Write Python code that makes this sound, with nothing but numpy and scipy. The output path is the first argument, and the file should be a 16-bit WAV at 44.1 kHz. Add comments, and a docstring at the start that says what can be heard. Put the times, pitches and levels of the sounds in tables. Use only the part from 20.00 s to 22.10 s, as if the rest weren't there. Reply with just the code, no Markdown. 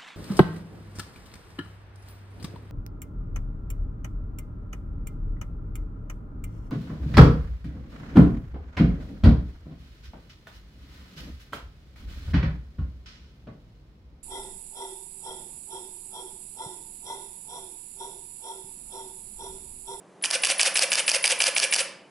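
"""A reflex camera fires ten shots, close by, in a quiet room with a faint hum.
The release button ticks. In each shot the release magnet whines and its armature scrapes,
the mirror flips up, two shutter curtains snap across, gears recock the mechanism, and the mirror
drops back with a spring sizzle and a hollow knock. The contacts ring the camera body and the room
reverberates. The first shot is slower; the rest follow about 0.16 s apart."""
import sys
import numpy as np
from scipy import signal
from scipy.fft import rfft, irfft
from scipy.io import wavfile
from scipy.ndimage import uniform_filter1d

SR = 44100
rng = np.random.default_rng(int(sys.argv[2]) if len(sys.argv) > 2 else 0)


def to_wav(sig):
    """Store sig (one row per channel, or 1-D mono) as 16-bit WAV at the path in sys.argv[1].

    Samples outside -1..1 are clipped; the rate is SR.
    """
    pcm = np.clip(np.atleast_2d(sig), -1, 1) * 32767
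    pcm = np.round(pcm).astype(np.int16)
    wavfile.write(sys.argv[1], SR, pcm.T)  # frames by channels


N = 92610
SHORT = 4096  # samples per burst
TOP_HZ = 11020


# Shots: open t/s, close t/s, return t/s, level/dB, knock level/dB
SHOTS = [(0.2521, 0.31, .3499, -1.5, -3), (.4487, 0.47, .5106, -.5, -4.5), (0.608, 0.6306, .6710, 0.5, -3),
         (.7691, 0.7913, .8320, 0, -0.5), (0.9309, 0.9536, .9938, -1, -9), (1.0923, 1.1152, 1.1558, 0, -2),
         (1.2543, 1.2765, 1.3172, 0, -1), (1.4162, 1.439, 1.4782, 0.5, -0.5),
         (1.5766, 1.5994, 1.6400, -.5, -2), (1.738, 1.7614, 1.8018, -.5, -2.5)]
# Contacts in a shot: part, stage, delay from stage/s, level/dB, rise/s, decay/s
CONTACTS = [("lever", "open", -.0146, -19, 0.00067, .003), ("lever", "open", -.0131, -13, 0.00151, 0.0013),
            ("mirror", "open", -.009, -19.5, 0.00052, .0014),
            ("mirror", "open", -0.0059, -19.5, .0003, 0.0024),
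            ("blade", "open", -0.0001, -10.5, .0001, 0.00063),
            ("blade", "open", 0.00054, -22, 0.00052, 0.0044), ("blade", "open", .0047, -17, 0.00048, .002),
            ("blade", "open", 0.0049, -19.5, 0.00013, 0.0034),
            ("curtain", "close", -.007, -22, 0.00051, 0.0023),
            ("blade", "close", -0.0047, -24, 0.00033, 0.00056),
            ("blade", "close", -.0006, -22, 0.00034, 0.0013),
            ("curtain", "close", .0001, -14.5, 0.00113, 0.0015),
            ("gear", "return", -0.017, -22, .0005, 0.0025),
            ("gear", "return", -.0114, -19.5, 0.0023, 0.0037),
            ("stop", "return", -.0014, -18, 0.0013, 0.0034), ("stop", "return", .0033, -21, 0.0014, 0.0048),
            ("lever", "return", .008, -22.5, 0.0011, 0.0038)]

def contact_forces(repeat_share=0.62, scatter_db=1.04, return_jitter_s=0.0005):
    """Force on each part: the same contacts strike in every shot, more loosely on the return."""
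    forces = {part: np.zeros(N) for part in PART_COLOURS}
    for part, stage, delay_s, db, rise_s, decay_s in CONTACTS:
        shape = envelope(rise_s, decay_s)
        repeated = chatter(shape)
        loose = stage == "return"
        share = repeat_share / 2 if loose else repeat_share
        for open_s, close_s, return_s, shot_db, _ in SHOTS:
            strength, lateness = rng.standard_normal(2)
            stage_s = {"open": open_s, "close": close_s, "return": return_s}[stage]
            start_s = stage_s + delay_s + loose * lateness * return_jitter_s
            burst = np.sqrt(share) * repeated + np.sqrt(1 - share) * chatter(shape)
            add(forces[part], start_s, burst * undb(db + shot_db + scatter_db * strength))
    return forces


def gear_force(level_db=-22.5, lead_s=0.033, grain_db=2.5):
    """Gear teeth rattle up to speed before the mirror returns."""
    out = np.zeros(N)
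    shape = envelope(rise_s=0.026, decay_s=0.011)
    for _, _, return_s, shot_db, _ in SHOTS:
        teeth = unit(rng.standard_normal(SHORT) * undb(grain_db * rng.exponential(size=SHORT)))
        add(out, return_s - lead_s, teeth * shape * undb(level_db + shot_db))
    return out


# Spectrum of each part: f/Hz, relative level/dB
PART_COLOURS = {"lever": [(100, -60), (250, -28), (650, -13.5), (1200, -18), (1800, -11), (2400, 5),
                (3000, -3), (3900, -12), (4900, -9), (7000, -19), (8700, -7), (10800, -9.5)],
                "mirror": [(100, -32), (250, -25), (680, 3), (1200, -9), (1800, 6.5), (2450, -14),
                (3800, -1), (4900, -4.5), (7200, -6), (8800, 0), (10800, -2.5)], "blade": [(40, -51),
                (100, -32), (250, -23.5), (650, -11), (1200, -19.5), (1800, -14), (2450, -1), (3000, 0.5),
                (3900, -13), (4900, -0.5), (7200, -4.5), (8800, -3), (10800, -5)], "curtain": [(100, -58),
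                (250, -32), (650, -8.5), (1200, -15.5), (1800, -16.5), (2550, -8.5), (3900, -10.5),
                (4950, 2.5), (6000, -11.5), (7200, -14.5), (8800, -8), (10800, -6)], "gear": [(100, -57),
                (250, -21.5), (600, -5.5), (1200, -13), (1800, -3.5), (2800, -0.5), (3900, -7.5),
                (5000, 0.5), (6000, -2.5), (7200, -9.5), (8800, -6.5), (10800, -5)], "stop": [(100, -55),
                (250, -21), (650, -6), (1200, -17), (1800, -8.5), (2450, 6.5), (3000, 3.5), (3900, -1),
                (4900, -6), (7200, -2.5), (8900, 3.5), (10800, -10)]}

def clacks():
    """Each force sounds through its own part and through the body."""
    forces = contact_forces()
    forces["gear"] += gear_force()
    parts = sum(ring(forces[part], response(colour)) for part, colour in PART_COLOURS.items())
    return parts + body(sum(forces.values()))


# Body modes: f/Hz, level/dB, t60/s
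BODY_MODES = [(1754, -24.5, 0.07), (2340, -29.5, 0.2), (2435, -31.5, .1), (2744, -25.5, 0.046),
              (2980, -21.5, 0.068), (3580, -27.5, 0.15), (4550, -36.5, 0.13), (4710, -32, 0.098),
              (4970, -22.5, 0.023), (5370, -39.5, .06), (9840, -24, 0.17)]

def body(force):
    """All contacts ring the same damped modes of the camera body."""
    t = np.arange(SR // 2) / SR
    modes = sum(undb(db) * unit(np.cos(2 * np.pi * hz * t) * undb(-60 * t / t60_s))
                for hz, db, t60_s in BODY_MODES)
    return ring(force, modes / np.sqrt(len(t)))


def mirror_swing(recoil_db=-66.5, spring_db=-28.5, knock_db=-27.5, knock_delay_s=0.00976):
    """The rising mirror jolts the body; on its return a spring sizzles and the mirror box knocks."""
    out = np.zeros(N)
    centre_s = SHORT / 2 / SR
    for open_s, _, return_s, shot_db, shot_knock_db in SHOTS:
        knock = tone_pulse(hz=536 * (1 + 0.0066 * rng.standard_normal()), sigma_s=0.0049)
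        spring = noise_band(hz=10260, width_hz=1300) * envelope(rise_s=0.0016, decay_s=0.012)
        recoil = tone_pulse(hz=54.6, sigma_s=0.0036)
        add(out, open_s - centre_s, undb(recoil_db) * recoil)
        add(out, return_s, undb(spring_db + shot_db) * spring)
        add(out, return_s + knock_delay_s - centre_s, undb(knock_db + shot_knock_db) * knock)
    return out


MAGNET_LEAD_S = 0.0287

def magnet(hz=9980, level_db=-28.5, rise_s=0.00077, on_s=0.0094, decay_s=0.0022):
    """The pulsed release magnet whines just before the mirror moves."""
    out = np.zeros(N)
    t = np.arange(SHORT) / SR
    shape = (1 - np.exp(-t / rise_s)) * np.exp(-np.maximum(t - on_s, 0) / decay_s)
    for open_s, *_ in SHOTS:
        whine = sine(hz, t) + 0.2 * noise_band(hz, width_hz=720)
        add(out, open_s - MAGNET_LEAD_S, undb(level_db) * shape * whine)
    return out


def armature(level_db=-43):
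    """The magnet's armature scrapes faintly as it pulls in."""
    force = np.zeros(N)
    for open_s, *_ in SHOTS:
        scrape = chatter(envelope(rise_s=0.0005, decay_s=0.012))
        add(force, open_s - MAGNET_LEAD_S, undb(level_db) * scrape)
    return ring(force, response(PART_COLOURS["mirror"]))


def button(start_s=0.2135, level_db=-40, band_hz=(1400, 4000)):
    """The release button ticks softly before the first shot."""
    force = np.zeros(N)
    add(force, start_s, undb(level_db) * chatter(envelope(rise_s=0.00067, decay_s=0.0028)))
    return signal.sosfilt(signal.butter(2, band_hz, "band", fs=SR, output="sos"), force)


# Reverb decay: f/Hz, t60/s
ROOM_T60 = [(150, 0.7), (400, 0.72), (1000, 0.55), (2800, 0.5243), (7300, 0.37), (11000, 0.26)]
# Reverb spectrum: f/Hz, relative level/dB
ROOM_COLOUR = [(60, -26.5), (200, 3.5), (550, -2.5), (1100, 9), (2600, -1), (4800, -1), (8000, -1.5),
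               (11000, 3)]

def room(x, level_db=-7.5, gap_s=0.0052, build_s=0.0065):
    """Diffuse reflections of a small room; the treble dies first."""
    t = np.arange(SR) / SR
    f, _, cells = signal.stft(rng.standard_normal(SR), SR)
    age_s = np.linspace(0, 1, cells.shape[1])
    cells *= undb(along(ROOM_COLOUR, f))[:, None]
    cells *= undb(-60 * age_s / along(ROOM_T60, f)[:, None])
    tail = signal.istft(cells, SR)[1][:SR] * np.clip((t - gap_s) / build_s, 0, 1)
    return ring(x, tail / np.linalg.norm(tail)) * undb(level_db)


# Air noise spectrum: f/Hz, relative level/dB
AIR_COLOUR = [(15, -64), (25, -50), (112, -20.5), (192, -8.5), (235, -14.5), (260, -11.5), (344, -8.5),
              (433, -10.5), (703, -13), (4180, -36.5), (11000, -38), (14300, -87), (22000, -120)]

def room_tone(air_db=-54, hum_db=-65.5):
    """Soft low air noise with a wavering hum."""
    air = unit(equalise(rng.standard_normal(N), AIR_COLOUR))
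    hum = noise_band(hz=187, width_hz=21, size=N)
    return undb(air_db) * air + undb(hum_db) * hum


def chatter(shape):
    """A burst of tiny contacts under an envelope, with an even spectrum."""
    x = rng.standard_normal(SHORT) * shape
    for _ in range(2):
        spectrum = rfft(x)
        white = irfft(spectrum / (abs(spectrum) + 1e-12))
        local_power = abs(uniform_filter1d(white ** 2, size=24))
        x = white * shape / np.sqrt(local_power + 1e-12)
    return x


def response(colour):
    """Minimum-phase impulse response of a colour, with unit energy below TOP_HZ."""
    f = np.fft.rfftfreq(SHORT, 1 / SR)
    cepstrum = irfft(np.log(undb(along(colour, f))))
    cepstrum[1:SHORT // 2] *= 2
    cepstrum[SHORT // 2 + 1:] = 0
    impulse = irfft(np.exp(rfft(cepstrum)))
    return impulse / np.sqrt(np.mean(abs(rfft(impulse)) ** 2 * (f < TOP_HZ)))


def noise_band(hz, width_hz, size=SHORT):
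    """Unit-rms noise in one resonance."""
    f = np.fft.rfftfreq(size, 1 / SR)
    resonance = 1 / (1 + (2 * (f - hz) / width_hz) ** 2)
    return unit(irfft(rfft(rng.standard_normal(size)) * resonance, size))


def sine(hz, t):
    """Unit-rms sine, random phase."""
    return unit(np.sin(2 * np.pi * (hz * t + rng.random())))


def tone_pulse(hz, sigma_s):
    """Sine under a Gaussian, centred in SHORT samples."""
    t = (np.arange(SHORT) - SHORT // 2) / SR
    return sine(hz, t) * np.exp(-(t / sigma_s) ** 2 / 2)


def envelope(rise_s, decay_s):
    """Linear rise, exponential fall."""
    t = np.arange(SHORT) / SR
    return np.minimum(t / rise_s, 1) * np.exp(-np.maximum(t - rise_s, 0) / decay_s)


def equalise(x, colour):
    """Zero-phase filter."""
    return irfft(rfft(x) * undb(along(colour, np.fft.rfftfreq(N, 1 / SR))), N)


def ring(x, impulse):
    """Convolve, cut to N samples."""
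    return signal.fftconvolve(x, impulse)[:N]


def along(table, hz):
    """Interpolate on a log-frequency axis."""
    f, values = np.array(table, float).T
    return np.interp(np.log(hz + 1), np.log(f), values)


def add(out, start_s, x):
    """Mix x into out."""
    i = max(round(start_s * SR), 0)
    out[i:i + len(x)] += x[:N - i]


def undb(db):
    """Decibels to gain."""
    return 10 ** (np.asarray(db) / 20)


def unit(x):
    """Scale to rms 1."""
    return x / np.sqrt(np.mean(x ** 2))


# Stereo width: f/Hz, side level/dB
SIDE_COLOUR = [(100, -4.5), (500, 0), (2000, -1), (5000, 3.5), (10000, 3.5)]

def scene(balance_db=-0.77):
    """Camera almost central; independent clacks, reverb and room tone in the side signal add width."""
    camera = button() + magnet() + armature() + clacks() + mirror_swing()
    mid = camera + room(camera) + room_tone()
    side = equalise(0.14 * clacks() + 0.23 * room(camera) + 0.19 * room_tone(), SIDE_COLOUR)
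    return np.array([(mid + side) * undb(balance_db / 2), (mid - side) * undb(-balance_db / 2)])


def record(dry):
    """Steep low-pass at TOP_HZ."""
    return signal.sosfilt(signal.ellip(10, 0.2, 75, TOP_HZ, fs=SR, output="sos"), dry)


dry = scene()
out = record(dry)
to_wav(out)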